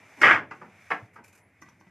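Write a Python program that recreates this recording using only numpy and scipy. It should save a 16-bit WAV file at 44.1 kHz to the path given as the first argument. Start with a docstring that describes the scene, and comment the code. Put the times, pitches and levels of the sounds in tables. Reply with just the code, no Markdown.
"""The beater of a wooden handloom, indoors, close to a small microphone: it rasps along the warp, slams home
amid a rattle of loose wooden parts, then the frame settles with hollower knocks and light taps.
Wood is click bursts filtered or ringing; the rasp is dense grains in three bands; thuds are soft dying sines.
Threads brush and small parts tick. Behind them lie quiet room noise, a wavering hum and a thin high hiss."""
import sys
import numpy as np
from scipy import signal
from scipy.io import wavfile
from scipy.ndimage import uniform_filter1d, minimum_filter1d

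SR = 44100
rng = np.random.default_rng(int(sys.argv[2]) if len(sys.argv) > 2 else 0)


def volts_from_db(level):
    """Convert decibel levels to linear amplitude ratios."""
    exponent = np.asarray(level, float) / 20
    return 10 ** exponent


def wav_out(sig):
    """Save sig, one row per channel (or a flat mono array), as 16-bit PCM at SR to the path in sys.argv[1]."""
    wavfile.write(sys.argv[1], SR, np.round(np.clip(np.atleast_2d(sig).T, -1, 1) * 32767).astype(np.int16))


N = 83790  # 1.9 s

# Spectra below give only a shape: each filter is scaled to energy 1.
# Rasp of the beater along the warp: [t/s, body level/dB, hiss level/dB, low level/dB]
SLIDE = [(0.0, -57.5, -71, -61.5), (0.164, -57, -67, -62.5), (0.258, -40.5, -53, -27),
         (0.348, -66, -56.5, -69), (0.418, -63, -90, -48), (0.554, -62, -74.5, -88),
         (0.666, -62.5, -76.5, -58.5), (0.866, -57, -68, -73), (1.068, -65, -76, -86),
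         (1.21, -71, -116, -64.5), (1.322, -71, -76.5, -67), (1.428, -75.5, -98, -67),
         (1.666, -66.5, -75.5, -78.5), (1.804, -73.5, -84, -69.5), (1.9, -69, -80, -77)]
# Middle of the rasp: [f/Hz, relative level/dB]
SLIDE_BODY = [(350, -38.5), (600, -6), (644, -0.5), (792, -7), (943, -10.5), (1130, -4), (2370, 3.5),
              (2710, -6.5), (4000, -27), (5200, -52), (8800, -120)]
# Top of the rasp: [f/Hz, relative level/dB]
SLIDE_HISS = [(2060, -37), (3500, 2.5), (4100, -4.5), (6120, 1), (7980, -6), (11500, -9.5), (12600, -9),
              (13500, -18)]
# Bottom of the rasp: [f/Hz, relative level/dB]
SLIDE_LOW = [(76, -43), (130, -16), (221, -4), (269, -5.5), (452, -8.5), (1000, -7.5), (1300, -30.5),
             (2200, -120)]

# Quiet room noise: [f/Hz, relative level/dB]
AIR = [(40, -40), (65, -25.5), (100, -5.5), (200, -6), (400, -17.5), (900, -25.5), (1500, -20), (2200, -12),
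       (3000, -35.5), (4500, -39.5), (8500, -40), (13000, -42)]
AIR_DB = -65.5
HUM_HZ, HUM_POLE_WIDTH_HZ, HUM_DB = 100, 28, -66
# Thin high hiss that comes and goes: [t/s, level/dB]
THIN_HISS = [(1.38, -100), (1.43, -77), (1.5, -88), (1.53, -110)]
# Its narrow band: [f/Hz, relative level/dB]
THIN_BAND = [(9800, -46), (10300, 4), (10600, -1.5), (10900, -6), (11400, -37.5)]

# Dull thuds through the floor: [t/s, level/dB before the soft start, f/Hz, t60/s]
THUDS = [(0.181, -37.5, 255, 0.16), (0.215, -14.5, 341, 0.045), (0.263, -23, 124.4, 0.075),
         (0.324, -29, 105.6, 0.18), (0.422, -36, 266, 0.12), (0.931, -37.5, 296, 0.2),
         (1.023, -28.5, 113, 0.078), (1.203, -39.5, 238, 0.06), (1.615, -40, 307, .08),
         (1.803, -48.5, 189.5, 0.1), (1.864, -44, 179, .12)]

# Loose parts shaking all through the slam: [t/s, body level/dB before the trim, treble level/dB]
RATTLE = [(0.2125, -40.5, -60), (0.215, -32.5, -46), (0.236, -4.5, -45.5), (0.248, -15.5, -41.5),
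          (0.314, -9.5, -57), (0.334, -16.5, -51.5), (0.376, -23.5, -67), (0.4, -59, -72.5)]
RATTLE_PER_S, RATTLE_BODY_TRIM_DB = 1300, -8.5
# Wooden body of blows and rattle: [f/Hz, relative level/dB]
WOOD = [(40, -56), (110, -24.5), (330, -17.5), (760, -12.5), (900, -8), (1300, -1.5), (1900, 0.5),
        (2300, -4.5), (2700, -13), (3500, -23), (3900, -40.5), (4500, -71.5)]
# Treble crack of blows, rattle and knocks: [f/Hz, relative level/dB]
CRACK = [(2500, -42), (3800, -3.5), (5000, 1.5), (6200, -3.5), (7500, -10), (9500, -18.5), (13000, -20.5)]
CRACK_DB = -36.5  # against the body, before each strike's treble lift
RATTLE_TILT_DB, BLOW_TILT_DB = -3, 3.5  # treble tilt per octave: the blows crack brighter than the rattle
# Beater slamming home: [t/s, level/dB, clatter decay/s, treble lift/dB]
BLOWS = [(0.2148, -16, 0.007, 17.5), (0.2314, -5, 0.0064, -8.5), (0.268, -11, 0.0024, -8.5),
         (0.273, -12, 0.0093, -4.5), (0.309, -7, 0.0027, 2.5)]

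# Hollower knocks of the frame settling:
# [t/s, level/dB, swell/s, clatter decay/s, treble lift/dB, body tilt/dB per octave]
KNOCKS = [(0.508, -34.5, .004, 0.01, 9, -3), (0.612, -41.5, 0.006, 0.016, 4.5, -7),
          (0.9032, -30.5, 0.0013, 0.017, 13, -2), (.905, -19.5, 0.015, 0.0044, -2.5, -1),
          (1.157, -47, 0.0043, 0.013, 11.5, -2.5), (1.181, -47, 0.0079, 0.0081, -9, -10)]
# Hollow body of a knock: [f/Hz, relative level/dB]
HOLLOW = [(90, -40.5), (200, -14.5), (300, -11.5), (380, -11), (450, -6.5), (530, -8), (660, -11), (900, 1),
          (1030, 0), (1160, 1.5), (1480, 3), (2200, -4.5), (2600, -9), (4000, -31), (5200, -53)]

# Thread brushes: [t/s, level/dB, length/s]
BRUSHES = [(1.131, -66.5, 0.047), (1.2383, -55.5, 0.033), (1.276, -57, 0.025), (1.3237, -59, 0.036),
           (1.349, -55, 0.014), (1.373, -59.5, 0.028)]
# Colour of a brush: [f/Hz, relative level/dB]
BRUSH = [(880, -17), (1500, -2.5), (1990, -12), (2400, 0.5), (3250, -21), (7160, -12), (8140, -15.5),
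         (12500, -17), (13500, -20)]
# Small bright ticks: [t/s, level/dB]
TICKS = [(1.6164, -55), (1.6868, -62.5), (1.7993, -65.5)]
# Colour of a tick: [f/Hz, relative level/dB]
TICK = [(3500, -49), (4300, -12.5), (5300, -5.5), (6000, 3), (6600, -7.5), (7500, -12), (8000, -19),
        (13000, -15.5)]
# Light taps: [t/s, level/dB, clatter decay/s]
TAPS = [(1.62, -42.5, 0.0027), (1.662, -52, 0.002), (1.6848, -45.5, 0.0022), (1.81, -46, 0.0011),
        (1.868, -56, 0.0067)]
# Ringing modes of a tap: [f/Hz, relative level/dB, t60/s]
TAP_MODES = [(328, 2.5, 0.028), (1140, 14.5, 0.014), (1529, 5.5, 0.036), (1964, 6.5, 0.048),
             (2394, -3, 0.038)]

# Decay of the room: [f/Hz, t60/s]
ROOM = [(100, 0.84), (300, 0.44), (1000, 0.2), (2500, 0.19), (6000, 0.21), (12000, 0.23)]
ROOM_DB = -1
TURN_S = 0.09  # one round of the four tails, fed in turn so that the echo stays diffuse
# Treble spread, side against mid, before a common lift: [f/Hz, level/dB]
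WIDE = [(3500, -57), (4300, -11.5), (6000, -4), (9000, -7.5), (13000, -7)]
LOW_CUT_HZ, EDGE_HZ = 89, 13300
CEILING, HOLD_S = 0.8, 0.004  # input limiter: full scale is 1


def evened(x):
    """Scale to rms 1."""
    return x / np.sqrt(np.mean(x ** 2) + 1e-20)


def read(points, hz):
    """Read a table against frequency on a log axis."""
    f, value = np.transpose(points)
    return np.interp(np.log(hz + 1), np.log(f + 1), value)


def add(mix, s, sound):
    """Mix a sound in at time s."""
    part = mix[round(s * SR):][:len(sound)]
    part += sound[:len(part)]


def colour(x, points, tilt_db=0):
    """Minimum-phase filter of energy 1 with the given spectrum, tilted about 1.2 kHz in dB per octave."""
    hz = abs(np.fft.fftfreq(4096, 1 / SR))
    level_db = read(points, hz) + tilt_db * np.log2((hz + 100) / 1200)
    log_gain = np.log(volts_from_db(np.maximum(level_db, -100)))
    taps = np.fft.ifft(np.exp(np.conj(signal.hilbert(log_gain)))).real[:2048]
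    return signal.fftconvolve(x, taps / np.linalg.norm(taps))[:len(x)]


def clicks(size, per_s, spread_db):
    """Random clicks of either sign, a few of them large."""
    chance = rng.random(size)
    height = volts_from_db(spread_db * np.minimum(rng.exponential(1, size), 3))
    sign = rng.choice([-1., 1.], size)
    return (chance < per_s / SR) * sign * height


def clatter(length, rise=0.002, first=2.5):
    """First contact, then a spray of clicks that swells and dies; times in s."""
    t = np.arange(6000) / SR
    swell = np.minimum(t / max(rise, 0.0005), 1)
    decay = np.exp(-np.maximum(t - rise, 0) / max(length, 0.001))
    burst = evened(clicks(6000, 5000, 1.5)) * swell * decay
    burst[20] = first
    return burst


def ring(modes):
    """Sum of dying sines, energy 1."""
    t = np.arange(4000) / SR
    out = sum(volts_from_db(db - 60 * t / t60) * np.sin(2 * np.pi * hz * t) for hz, db, t60 in modes)
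    return out / np.linalg.norm(out)


def curve(table, column):
    """Gain over time from a dB column, near silence outside a table that starts late or ends early."""
    table = np.array(table)
    before = -120 if table[0, 0] > 0.1 else None
    after = -120 if table[-1, 0] < 1 else None
    return volts_from_db(np.interp(np.arange(N) / SR, table[:, 0], table[:, column], before, after))


def slide():
    """Wood and thread rubbing: dense grains in a middle, a high and a low band."""
    out = np.zeros(N)
    for column, band in enumerate([SLIDE_BODY, SLIDE_HISS, SLIDE_LOW], start=1):
        grains = evened(clicks(N, 3900, 0.83))
        out += curve(SLIDE, column) * colour(grains, band)
    return out


def room_noise():
    """Steady coloured noise of the quiet room."""
    return volts_from_db(AIR_DB) * colour(rng.standard_normal(N), AIR)


def hum():
    """Noise through a narrow double resonance, so the hum wavers."""
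    turn = np.exp(2j * np.pi * HUM_HZ * np.arange(N) / SR)
    pole = np.exp(-np.pi * HUM_POLE_WIDTH_HZ / SR)
    slow = signal.lfilter([1], np.poly([pole, pole]), rng.standard_normal(N) / turn)
    return volts_from_db(HUM_DB) * evened((turn * slow).real)


def thuds():
    """Low pushes through the floor: dying sines with a soft start."""
    out, t = np.zeros(N), np.arange(12000) / SR
    for s, db, hz, t60 in THUDS:
        soft_start = 1 - np.exp(-t / 0.011)
        add(out, s, volts_from_db(db - 60 * t / t60) * soft_start * np.sin(2 * np.pi * hz * t))
    return out


def rattle():
    """Loose wooden parts shake: clicks through a wooden body, denser ones for the treble."""
    shake = volts_from_db(RATTLE_BODY_TRIM_DB) * evened(clicks(N, RATTLE_PER_S, 4))
    body = colour(curve(RATTLE, 1) * shake, WOOD)
    fine_shake = evened(clicks(N, 6000, 2.3))
    treble = colour(curve(RATTLE, 2) * fine_shake, CRACK, RATTLE_TILT_DB)
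    return body + treble


def blows():
    """The beater slams home: a hard clatter drives the wooden body and a treble crack."""
    out = np.zeros(N)
    for s, db, length, lift_db in BLOWS:
        burst = clatter(length)
        crack = volts_from_db(CRACK_DB + lift_db) * colour(burst, CRACK, BLOW_TILT_DB)
        add(out, s, volts_from_db(db) * (colour(burst, WOOD) + crack))
    return out


def room(x):
    """Four tails of sparse taps, fed in turn, each band dying at its own speed."""
    out, slots = np.zeros(N), np.arange(100, SR // 2 - 20, 20)
    for k in range(4):
        taps = np.zeros(SR // 2)
        taps[slots + rng.integers(0, 20, len(slots))] = rng.choice([-1., 1.], len(slots))
        hz, t, z = signal.stft(taps, SR, nperseg=256)
        decay = volts_from_db(-60 * t / read(ROOM, hz)[:, None])
        tail = signal.istft(z * decay, SR, nperseg=256)[1]
        turn = np.arange(N) / SR / TURN_S - k / 4
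        feed = np.maximum(np.cos(2 * np.pi * turn), 0)
        out += signal.fftconvolve(x * feed, tail / np.linalg.norm(tail))[:N]
    return out


def knocks():
    """The frame settles: clatters with a lighter first contact through a hollow body."""
    out = np.zeros(N)
    for s, db, swell, length, lift_db, tilt_db in KNOCKS:
        burst = clatter(length, swell, first=1.0)
        crack = volts_from_db(CRACK_DB + lift_db) * colour(burst, CRACK)
        add(out, s, volts_from_db(db) * (colour(burst, HOLLOW, tilt_db) + crack))
    return out


def brushes():
    """Threads brush past: short swells of coloured grains."""
    out, t = np.zeros(N), np.arange(5000) / SR
    for s, db, length in BRUSHES:
        shape = np.minimum(t / 0.0048, 1) * np.exp(-(t / length) ** 1.43)
        grains = evened(clicks(5000, 3600, 1.6))
        add(out, s, volts_from_db(db) * shape * colour(grains, BRUSH))
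    return out


def thin_hiss():
    """Noise in one narrow high band, coming and going."""
    return curve(THIN_HISS, 1) * colour(rng.standard_normal(N), THIN_BAND)


def ticks():
    """Small parts tick: clatters through a bright filter."""
    out = np.zeros(N)
    for s, db in TICKS:
        add(out, s, volts_from_db(db) * colour(clatter(0.013), TICK))
    return out


def taps():
    """Light taps on wood: short clatters set a few modes ringing."""
    out, modes = np.zeros(N), ring(TAP_MODES)
    for s, db, length in TAPS:
        add(out, s, volts_from_db(db) * signal.fftconvolve(clatter(length), modes))
    return out


def scene():
    """Everything arrives from the front; brushes and ticks reach the room only weakly."""
    wood = rattle() + blows() + knocks() + taps()
    small = brushes() + ticks()
    echo = volts_from_db(ROOM_DB) * room(wood + 0.093 * small)
    background = room_noise() + hum() + thin_hiss()
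    mono = wood + small + echo + thuds() + slide() + background
    return np.array([mono, mono])


def treble_spread(mono):
    """A phase-scrambled, spectrally smoothed copy of the treble, to differ left and right."""
    hz, t, z = signal.stft(mono, SR, nperseg=1024, noverlap=768)
    level = np.sqrt(abs(uniform_filter1d(abs(z) ** 2, size=9, axis=0)))
    level = level * volts_from_db(read(WIDE, hz) + 4.5)[:, None]
    phase = np.exp(2j * np.pi * rng.random(z.shape))
    return signal.istft(level * phase, SR, nperseg=1024, noverlap=768)[1][:N]


def limiter(x):
    """The input limiter turns the gain down around the tallest peaks, then smooths the gain."""
    span = round(HOLD_S * SR)
    gain = np.minimum(CEILING / (abs(x) + 1e-9), 1)
    return x * uniform_filter1d(minimum_filter1d(gain, size=span), size=span // 2)


def low_pass(x):
    """Removes everything above the highest recorded frequency."""
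    return signal.sosfilt(signal.butter(12, 14080, fs=SR, output="sos"), x)


def record(dry):
    """Low cut and limiter on the front signal, the treble spread wide, then the upper band limit."""
    side = treble_spread(dry[0])
    low_cut = signal.butter(2, LOW_CUT_HZ, "high", fs=SR, output="sos")
    front = limiter(signal.sosfilt(low_cut, dry))
    wide = front + np.array([side, -side])
    edge = signal.firwin(255, EDGE_HZ, window=("kaiser", 8), fs=SR)
    mix = signal.oaconvolve(wide, edge[None], "same")
    return low_pass(mix)


dry = scene()
out = record(dry)
wav_out(out)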